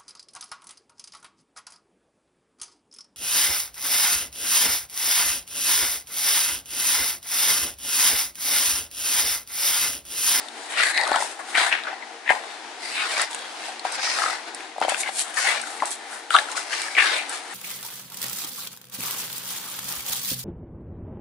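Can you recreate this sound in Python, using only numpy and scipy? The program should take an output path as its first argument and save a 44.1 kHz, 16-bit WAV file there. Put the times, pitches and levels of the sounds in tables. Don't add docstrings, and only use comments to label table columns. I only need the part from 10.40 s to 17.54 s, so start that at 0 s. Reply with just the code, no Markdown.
import sys
import numpy as np
from scipy import signal
from scipy.fft import rfft, irfft, next_fast_len
from scipy.io import wavfile
from scipy.ndimage import uniform_filter1d, map_coordinates

SR = 44100
rng = np.random.default_rng(int(sys.argv[2]) if len(sys.argv) > 2 else 0)


def materialize(psi):
    bounded = np.clip(np.atleast_2d(psi).T, -1, 1)
    quanta = np.round(bounded * 32767).astype(np.int16)
    wavfile.write(sys.argv[1], SR, quanta)


N = 314874
THROAT_HZ = 781


def amp(db):
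    return 10 ** (np.asarray(db) / 20)


def unit(x):
    return x / np.sqrt(np.mean(np.abs(x) ** 2) + 1e-20)


def along(points, hz):
    f, value = np.transpose(points)
    return np.interp(np.log(hz + 1), np.log(f + 1), value)


def wobble(rate):
    knots = rng.standard_normal(int(N * rate / SR) + 4)
    return map_coordinates(knots, [np.arange(N) * rate / SR])


def filtered(x, response):
    m = next_fast_len(N + SR // 2)
    return irfft(rfft(x, m) * response(np.fft.rfftfreq(m, 1 / SR)), m)[..., :N]


def resonance(hz, centre_hz, width_hz, db):
    shape = 1 / (1 + ((hz - centre_hz) / width_hz) ** 2)
    return amp(db) * shape / np.sqrt(np.mean(shape ** 2, axis=0))


# frequency in Hz, left-right likeness (1 is identical).
PORT_LIKENESS = [(60, 0.48), (180, 1), (520, 0.82), (1540, 0.55), (4560, 0.27), (13500, 0.19)]


def spread(pair):
    def mid_and_side(hz):
        turn = np.arccos(np.clip(along(PORT_LIKENESS, hz), -1, 1)) / 2
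        return np.array([np.cos(turn), np.sin(turn)])

    mid, side = filtered(pair, mid_and_side)
    return np.array([mid + side, mid - side])


# top reached in seconds, rise in seconds, hold in seconds, fall in seconds, throat level in dB,
# mouth level in dB, mouth pitch in Hz, cheek level in dB, cheek pitch in Hz, nostril level in dB,
# damping from 0 to 1 (limited below to 0.06-0.6).
PUFFS = [(0.0, .01, .005, 0.21, -41, -43, 1630, -41, 3980, -43.5, .3),
         (0.26, 0.24, .005, 0.045, -43, -43, 1720, -43, 3970, -42, .3),
         (0.309, .04, 0.017, 0.078, -37, -34, 1910, -37.5, 3510, -36, 0.2),
         (0.392, 0.06, 0.0089, 0.11, -33, -17.5, 1950, -23, 3800, -31.5, 0.27),
         (0.438, .08, 0.071, 0.037, -36.5, -23.5, 1850, -31, 4200, -28.5, 0.19),
         (0.544, 0.023, 0.035, 0.18, -42, -21.5, 1970, -29.5, 4080, -36, 0.05),
         (.62, 0.14, .08, 0.06, -26.5, -35, 1750, -38, 4240, -43, .2),
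         (0.757, 0.13, 0.0093, 0.054, -23.5, -22.5, 1440, -30.5, 3850, -35, 0.27),
         (0.812, 0.051, .005, 0.14, -31.5, -31.5, 1720, -31, 4300, -29.5, 0.7),
         (0.996, 0.018, 0.0044, 0.05, -33.5, -32.5, 1460, -51, 3900, -43, 0.32),
         (1.104, 0.094, .005, .1, -47, -55, 1610, -42, 3880, -39, .3),
         (1.156, 0.025, .015, .03, -46, -20, 1890, -37, 3670, -37, 0.22),
         (1.177, 0.032, .005, 0.18, -27, -19, 1910, -20.5, 3600, -28.5, 0.26),
         (1.227, 0.12, 0.054, 0.052, -30.5, -23.5, 1540, -35, 3620, -32, 0.28),
         (1.321, .015, 0.004, .1, -42, -18, 1990, -37, 3240, -56, 0.37),
         (1.434, .015, .02, .02, -43, -37, 1480, -43, 3700, -64, 0.2),
         (1.472, 0.017, 0.014, 0.14, -35, -31.5, 1595, -42, 3820, -77, 0.36),
         (1.63, 0.052, 0.0077, 0.015, -38, -38, 1920, -49, 3920, -74, 0.04),
         (1.903, 0.042, .006, 0.033, -31, -17.5, 2030, -41, 3550, -42, 0.2),
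         (1.917, 0.023, .005, 0.2, -26.5, -33, 1780, -39, 3860, -40, 0.4),
         (2.097, 0.24, .06, .1, -48, -46, 1750, -44.5, 3820, -51, .3),
         (2.436, 0.066, 0.11, .1, -42.5, -38, 1960, -36.5, 4500, -39.5, 0.21),
         (2.564, 0.067, 0.063, .05, -50, -26, 2430, -33.5, 3700, -38.5, 0.17),
         (2.618, 0.066, .045, .06, -41, -27.5, 1360, -31.5, 4300, -38.5, 0.25),
         (2.7, 0.069, .04, .1, -34.5, -31, 1970, -31, 3870, -34.5, 0.35),
         (2.792, 0.12, 0.034, 0.062, -31.5, -23, 1750, -26.5, 4320, -33.5, 0.45),
         (2.908, 0.022, .005, 0.38, -37.5, -39.5, 1700, -39, 3840, -40.5, 0.7),
         (3.028, 0.33, .005, .2, -59, -38.5, 1430, -39.5, 3640, -65, 0.3),
         (3.254, 0.25, .03, 0.15, -40, -36.5, 1900, -36.5, 3750, -42.5, 0.86),
         (3.449, 0.013, 0.028, 0.23, -34, -31.5, 1600, -36, 3980, -42.5, 0.45),
         (3.55, 0.071, .005, 0.026, -49, -33, 1900, -29, 4970, -35, 0.23),
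         (3.588, 0.047, .005, 0.043, -34, -31, 1780, -33.5, 4170, -51, 0.33),
         (3.633, 0.066, 0.067, 0.21, -35, -28.5, 2130, -26, 4940, -36, 0.25),
         (3.779, 0.13, .1, 0.15, -32, -29, 1580, -32, 4200, -33.5, .45),
         (3.934, 0.23, .005, .1, -37, -33, 1930, -36.5, 4690, -55, 0.21),
         (4.078, 0.055, .005, .05, -41, -38, 1560, -41, 3990, -50, 0.36),
         (4.15, .03, 0.067, .15, -53, -46.5, 1900, -49, 3800, -52, 0.2),
         (4.424, 0.015, .005, 0.097, -27, -28.5, 1430, -33, 3580, -42, 0.6),
         (4.492, 0.019, .005, 0.16, -33, -26, 1800, -31, 3850, -31.5, 0.65),
         (4.606, 0.052, .005, 0.034, -47, -37, 2150, -32, 3950, -23.5, 0.12),
         (4.687, 0.099, .005, 0.013, -38, -28.5, 1820, -34, 3670, -38, 0.33),
         (4.806, 0.091, .005, 0.04, -37, -33.5, 2290, -29, 3900, -21.5, 0.27),
         (4.893, 0.17, .005, 0.097, -39, -37, 1560, -41, 3440, -38.5, .26),
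         (4.98, 0.043, 0.0054, 0.069, -34.5, -24.5, 1670, -30.5, 4960, -26.5, 0.3),
         (5.001, 0.056, 0.047, 0.074, -37, -31, 1860, -28.5, 5500, -32.5, .35),
         (5.073, 0.072, 0.022, .12, -29.5, -19, 1940, -27.5, 4020, -28, 0.27),
         (5.15, 0.1, .02, 0.11, -32, -30, 1740, -30.5, 4040, -46, 0.75),
         (5.27, 0.16, .005, 0.42, -41, -38.5, 1566, -41, 3980, -37.5, 0.27),
         (5.433, 0.016, .005, 0.092, -28, -29.5, 1340, -47, 3770, -57, 0.74),
         (5.464, 0.022, .005, .06, -35, -45, 1380, -38, 3970, -32, .55),
         (5.525, 0.071, .005, 0.049, -49, -42, 1880, -37.5, 3880, -29.5, 0.25),
         (5.592, 0.042, .04, 0.16, -46, -44, 1850, -58, 3800, -61, 0.1),
         (5.732, 0.087, .005, 0.14, -43, -37.5, 1490, -45, 3980, -38, 0.3),
         (5.913, 0.0066, .025, 0.026, -54, -29, 1620, -32.5, 3700, -33, 0.2),
         (5.947, 0.0087, .003, 0.037, -31, -8.5, 1275, -21, 3600, -31, 0.12),
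         (5.981, 0.081, .01, 0.1, -29, -31.5, 1550, -30.5, 3550, -32.5, 0.55),
         (6.126, 0.093, .005, 0.024, -31.5, -35.5, 1710, -38, 4040, -35.5, 0.6),
         (6.167, 0.021, 0.0064, 0.11, -33, -30.5, 1600, -30, 4440, -31.5, 0.7),
         (6.329, 0.049, 0.017, 0.17, -41, -28.5, 1870, -30, 4760, -39, .45),
         (6.408, 0.27, 0.022, 0.34, -38.5, -32, 1920, -34.5, 4730, -36, 0.27),
         (6.584, 0.02, .005, .06, -31, -11.5, 2140, -40, 3330, -36, .22),
         (6.625, 0.069, 0.083, 0.16, -41, -22.5, 1700, -25, 3700, -33, 0.38),
         (6.747, .02, 0.045, 0.067, -36.5, -28, 2500, -35.5, 3950, -36.5, 0.11),
         (6.896, .02, .005, .07, -42, -35, 1660, -44, 3960, -34, 0),
         (6.932, 0.083, .03, 0.12, -41, -35.5, 1700, -36, 3900, -36.5, .55),
         (7.13, 0.2, .005, .1, -54, -39, 1720, -44, 4000, -41.5, .35)]
SWELL_DB = 20


def breath():
    flutter = amp(0.45 * wobble(110) + 1.6 * wobble(330))
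    hz, t, air = signal.stft(unit(flutter * rng.standard_normal((2, N))), SR, nperseg=256)
    (top_s, rise, hold, fall, throat_db, mouth_db, mouth_hz,
     cheek_db, cheek_hz, nostril_db, damping) = np.transpose(PUFFS)
    f, damping = hz[:, None], np.clip(damping, 0.06, 0.6)
    throat = resonance(f, THROAT_HZ, 154, throat_db)
    mouth = resonance(f, mouth_hz, 1.2 * damping * mouth_hz, mouth_db)
    cheek = resonance(f, cheek_hz, damping * cheek_hz, cheek_db)
    nostrils = resonance(f, 8570, 2600, nostril_db)
    colours = throat ** 2 + mouth ** 2 + cheek ** 2 + nostrils ** 2

    before = (top_s - t[:, None]) / rise
    after = (t[:, None] - top_s - hold) / fall
    away = np.maximum(before, after).clip(0)
    power = colours @ amp(-2 * SWELL_DB * away).T
    power = power / (1 + (520 / (f + 1)) ** 4)

    eddies = uniform_filter1d(rng.standard_normal(power.shape), 2, 0)
    eddies = uniform_filter1d(eddies, 12, 1)
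    shaped = air * np.sqrt(power) * amp(0.67 * unit(eddies))
    pair = signal.istft(shaped, SR, nperseg=256)[1][:, :N]
    return spread(pair)


# frequency in Hz, relative level in dB per Hz.
ROOM_NOISE = [(88, -71), (150, -42), (214, -27), (299, -5.5), (565, -11.5), (761, 1), (1110, -8.5),
              (1940, -7), (2760, -11.5), (4010, -12), (9820, -23), (11000, -28), (13000, -109)]
# frequency in Hz, peak level in dB.
MACHINE_TONES = [(235, -56.5), (465, -56.5)]
DRONE_DB, DRONE_WAVER_DB = -39.5, 1.3


def drone():
    white = rng.standard_normal((2, N))
    noise = unit(filtered(white, lambda hz: amp(along(ROOM_NOISE, hz) - along(PHONE_RESPONSE, hz))))
    t = np.arange(N) / SR
    tones = 0
    for hz, db in MACHINE_TONES:
        level = amp(db + 4.8 * wobble(12))
        tones = tones + level * np.sin(2 * np.pi * hz * t + 0.65 * wobble(18))
    return amp(DRONE_DB + DRONE_WAVER_DB * wobble(12)) * spread(noise) + tones


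def echoes(x, decay, size, count):
    out, hop = np.zeros((2, N + 2 * SR)), SR // count
    delay = 30
    for k in range(0, N, hop):
        hz, t, noise = signal.stft(rng.standard_normal((2, size)), SR, nperseg=128)
        fading = noise * amp(-60 * t / along(decay, hz)[:, None])
        tail = signal.istft(fading, SR, nperseg=128)[1]
        tail = tail / np.linalg.norm(tail, axis=1)[:, None]
        wet = signal.fftconvolve(x[None, k:k + hop], tail, axes=1)
        out[:, k + delay:k + delay + wet.shape[1]] += wet
    return out[:, :N]


# frequency in Hz, time to fall 60 dB in seconds.
NEARBY_DECAY = [(300, 0.03), (10000, 0.058)]


def near_echoes(air, hits):
    source = amp(-9) * hits + amp(-4) * air.mean(axis=0)
    return echoes(source, NEARBY_DECAY, size=2048, count=14)


# start in seconds, body level in dB, body pitch in Hz, edge level in dB, left-right difference in dB.
CLICKS = [(0.085, -30, 3660, -34, 10), (0.548, -21, 4120, -35, -1), (0.576, -10.5, 4300, -35, 2.5),
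          (.612, -20, 4470, -29, 9), (0.6355, -22, 4600, -31, 2), (.652, -21, 3700, -40, 2),
          (0.676, -19.5, 3960, -21, 1), (.692, -27, 3800, -40, 2), (.73, -20, 3920, -35, -6),
          (0.7594, -24, 3080, -22, .5), (1.152, -22, 2400, -38, 1), (1.3265, -15.5, 2620, -38, 1),
          (1.4361, -23, 3890, -42, 5), (2.817, -38, 4130, -14.5, -2), (2.912, -45, 6060, -27, -5),
          (2.931, -27, 3480, -29, 5), (2.947, -28, 3090, -21, 1), (2.9906, -30, 3300, -31, 5),
          (3.395, -22.5, 4500, -32, -1), (3.5226, -31, 6000, -24, 5), (4.147, -30, 5240, -23.5, 0),
          (4.206, -28, 2300, -37, 4), (4.402, -41, 4350, -32, 10), (4.425, -27, 2900, -44, 2),
          (4.43, -28, 4300, -44, 4), (4.449, -24, 3200, -44, 4), (4.4951, -20, 3650, -17.5, 6),
          (4.545, -18.5, 2800, -41, 6), (4.6748, -24, 2380, -42, 10), (4.7933, -31, 3920, -12, -4),
          (4.9424, -34, 3250, -24, 2), (5.216, -30, 3590, -21.5, 2), (5.456, -32, 4140, -19.5, -9),
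          (5.5067, -43, 3870, -21, -4), (5.5136, -46, 3730, -21, -13), (5.905, -17, 2980, -23, 4),
          (5.9413, -12, 3660, -35, 2), (5.964, -10.5, 3300, -25, 2.5), (5.9864, -10.5, 3700, -37, 8),
          (6.116, -30, 3910, -22, 0), (6.1733, -23, 5870, -25, -2), (6.3338, -21, 3420, -34, 6),
          (6.4178, -25, 3960, -22, -1), (6.895, -43, 3600, -22, 1)]
CLICK_T60_S, CLICK_RISE_S = 0.012, 0.00014
CLICK_WIDTH = 0.11


def clicks():
    out, t = np.zeros((2, N + SR)), np.arange(2048) / SR
    f = np.fft.rfftfreq(len(t), 1 / SR)
    envelope = amp(-60 * t / CLICK_T60_S) * (1 - np.exp(-t / CLICK_RISE_S))
    for s, body_db, hz, edge_db, pan_db in CLICKS:
        body = resonance(f, hz, CLICK_WIDTH * hz, body_db)
        edge = resonance(f, 8500, 1270, edge_db)
        tip = irfft(rfft(rng.standard_normal((2, len(t)))) * (body + edge))
        tip = tip + 0.38 * tip[::-1]
        sides = amp([[pan_db / 2], [-pan_db / 2]])
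        out[:, round(s * SR):][:, :len(t)] += envelope * sides * tip
    return out[:, :N]


# frequency in Hz, time to fall 60 dB in seconds.
ROOM_DECAY = [(300, 0.21), (2000, 0.56), (10000, 0.32)]


def room_echoes(hits):
    return amp(-14.0) * echoes(hits, ROOM_DECAY, size=14000, count=4)


# start in seconds, level in dB, ring pitch in Hz.
POPS = [(0.385, -13, 2380), (.4, -4.5, 1400), (.576, -1, 1930), (.582, -4, 1870), (.596, -10, 816),
        (.613, -9, 1860), (.635, -11, 810), (0.668, -12, 1200), (.677, -9, 880), (.717, 5.5, 790),
        (0.728, -11, 1700), (.742, -2, 1350), (.76, 4, 870), (.804, -9, 766), (.81, -15.5, 1900),
        (.823, -4.5, 890), (1.152, 0.5, 1890), (1.18, -3, 1570), (1.326, -2.5, 2330), (1.471, -16, 1450),
        (1.528, -17, 774), (1.624, -24, 2050), (1.877, -8, 1870), (1.892, 1, 1850), (1.899, -1, 1690),
        (1.905, 7.5, 760), (2.796, -12, 1360), (3.29, -18.5, 763), (3.451, -1.5, 740), (3.674, -13.5, 1280),
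        (3.786, -9, 1280), (3.819, -6, 1290), (3.838, -1.5, 1220), (3.861, -4, 1290), (3.881, -10, 1250),
        (3.898, -12, 1320), (4.362, -19, 730), (4.382, -8.5, 730), (4.415, 3.5, 740), (4.424, -8, 1380),
        (4.449, -1, 730), (4.482, 3, 744), (4.52, -3.5, 740), (4.544, -12, 1480), (4.633, -12.5, 2180),
        (4.659, -20, 2090), (4.675, -15, 2140), (4.69, -10, 753), (4.975, -23, 1770), (5.071, -4, 1780),
        (5.173, -16, 1650), (5.236, -21, 1530), (5.402, -19, 2000), (5.422, 1, 1030), (5.429, -0.5, 783),
        (5.906, -4, 1370), (5.941, -6, 1120), (5.946, -12, 1400), (5.951, 6.5, 1180), (5.957, -13, 1230),
        (5.966, 0.5, 1530), (5.987, -2.5, 1700), (6.012, -24, 804), (6.086, -21, 1400), (6.149, -21, 1110),
        (6.177, -12.5, 1460), (6.333, -18, 2340), (6.483, -16, 1680), (6.551, -11, 2310), (6.567, -8, 2000),
        (6.581, -1.5, 1810), (6.588, -3, 2530), (6.623, 0.5, 1740)]
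POP_T60_S, POP_SHORTENS = 0.014, 0.29
POP_PITCH_POWER = 0.27
KNOCK_DB, KNOCK_DB_PER_OCTAVE = -9.5, -16
SWELL_CYCLES = 1.1


def pops():
    out, t = np.zeros(N + SR), np.arange(SR // 10) / SR
    sag = t + 0.00055 * (1 - np.exp(-t / 0.00038))
    phase = 2 * np.pi * sag
    for s, db, hz in POPS:
        t60 = POP_T60_S * amp(-POP_SHORTENS * db) * (1200 / hz) ** POP_PITCH_POWER
        knock_db = KNOCK_DB + KNOCK_DB_PER_OCTAVE * np.log2(hz / THROAT_HZ)
        swell = (1 - np.exp(-t * hz / SWELL_CYCLES)) ** 2
        overtone = amp(-16.0 - 60 * t / 0.01) * np.sin(1.66 * hz * phase)
        ring = np.sin(hz * phase) + overtone
        knock = amp(knock_db) * np.sin(THROAT_HZ * 0.832 * phase)
        crackle = uniform_filter1d(rng.standard_normal(len(t)), size=15) * amp(-13 - 60 * t / 0.028)
        pop = amp(db - 60 * t / t60) * (swell * (ring + knock) + crackle)
        out[round(s * SR):][:len(t)] += pop
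    return out[:N]


# time in seconds, left-right difference in dB.
HEAD_PATH = [(0.0, 6), (.7, 7.5), (1.4, 6), (2.1, 8), (2.5, 6), (3.2, 5), (4.0, 7), (5.0, 7.5), (5.6, 6.5),
             (6.4, 7), (7.14, 6)]


def head_sides():
    s, pan_db = np.transpose(HEAD_PATH)
    side_db = np.interp(np.arange(N) / SR, s, pan_db - np.mean(pan_db)) / 2
    return amp([side_db, -side_db])


# frequency in Hz, left-right difference in dB.
PORT_LEAN = [(60, 9), (180, 6.5), (520, 3.5), (1540, 6.5), (4560, 2), (13500, 3.5)]


def through_ports(heard):
    return filtered(heard, lambda hz: amp([along(PORT_LEAN, hz) / 2, -along(PORT_LEAN, hz) / 2]))


def scene():
    air, snaps, taps = breath(), pops(), clicks()
    hits = snaps + taps.mean(axis=0)
    dog = amp(-1.5) * air + snaps + near_echoes(air, hits)
    heard = dog * head_sides() + room_echoes(hits) + drone()
    return taps + through_ports(heard)


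# frequency in Hz, gain in dB.
PHONE_RESPONSE = [(60, -23), (150, -24), (200, -12), (300, -1.5), (9500, 0), (11500, -6), (12500, -32),
                  (13500, -59)]
TOP_HZ = 14000


def record(dry):
    x = dry / (1 + np.abs(dry) ** 8) ** (1 / 8)
    x = filtered(x, lambda hz: amp(along(PHONE_RESPONSE, hz)))
    return filtered(x, lambda hz: hz < TOP_HZ)


dry = scene()
out = record(dry)
materialize(out)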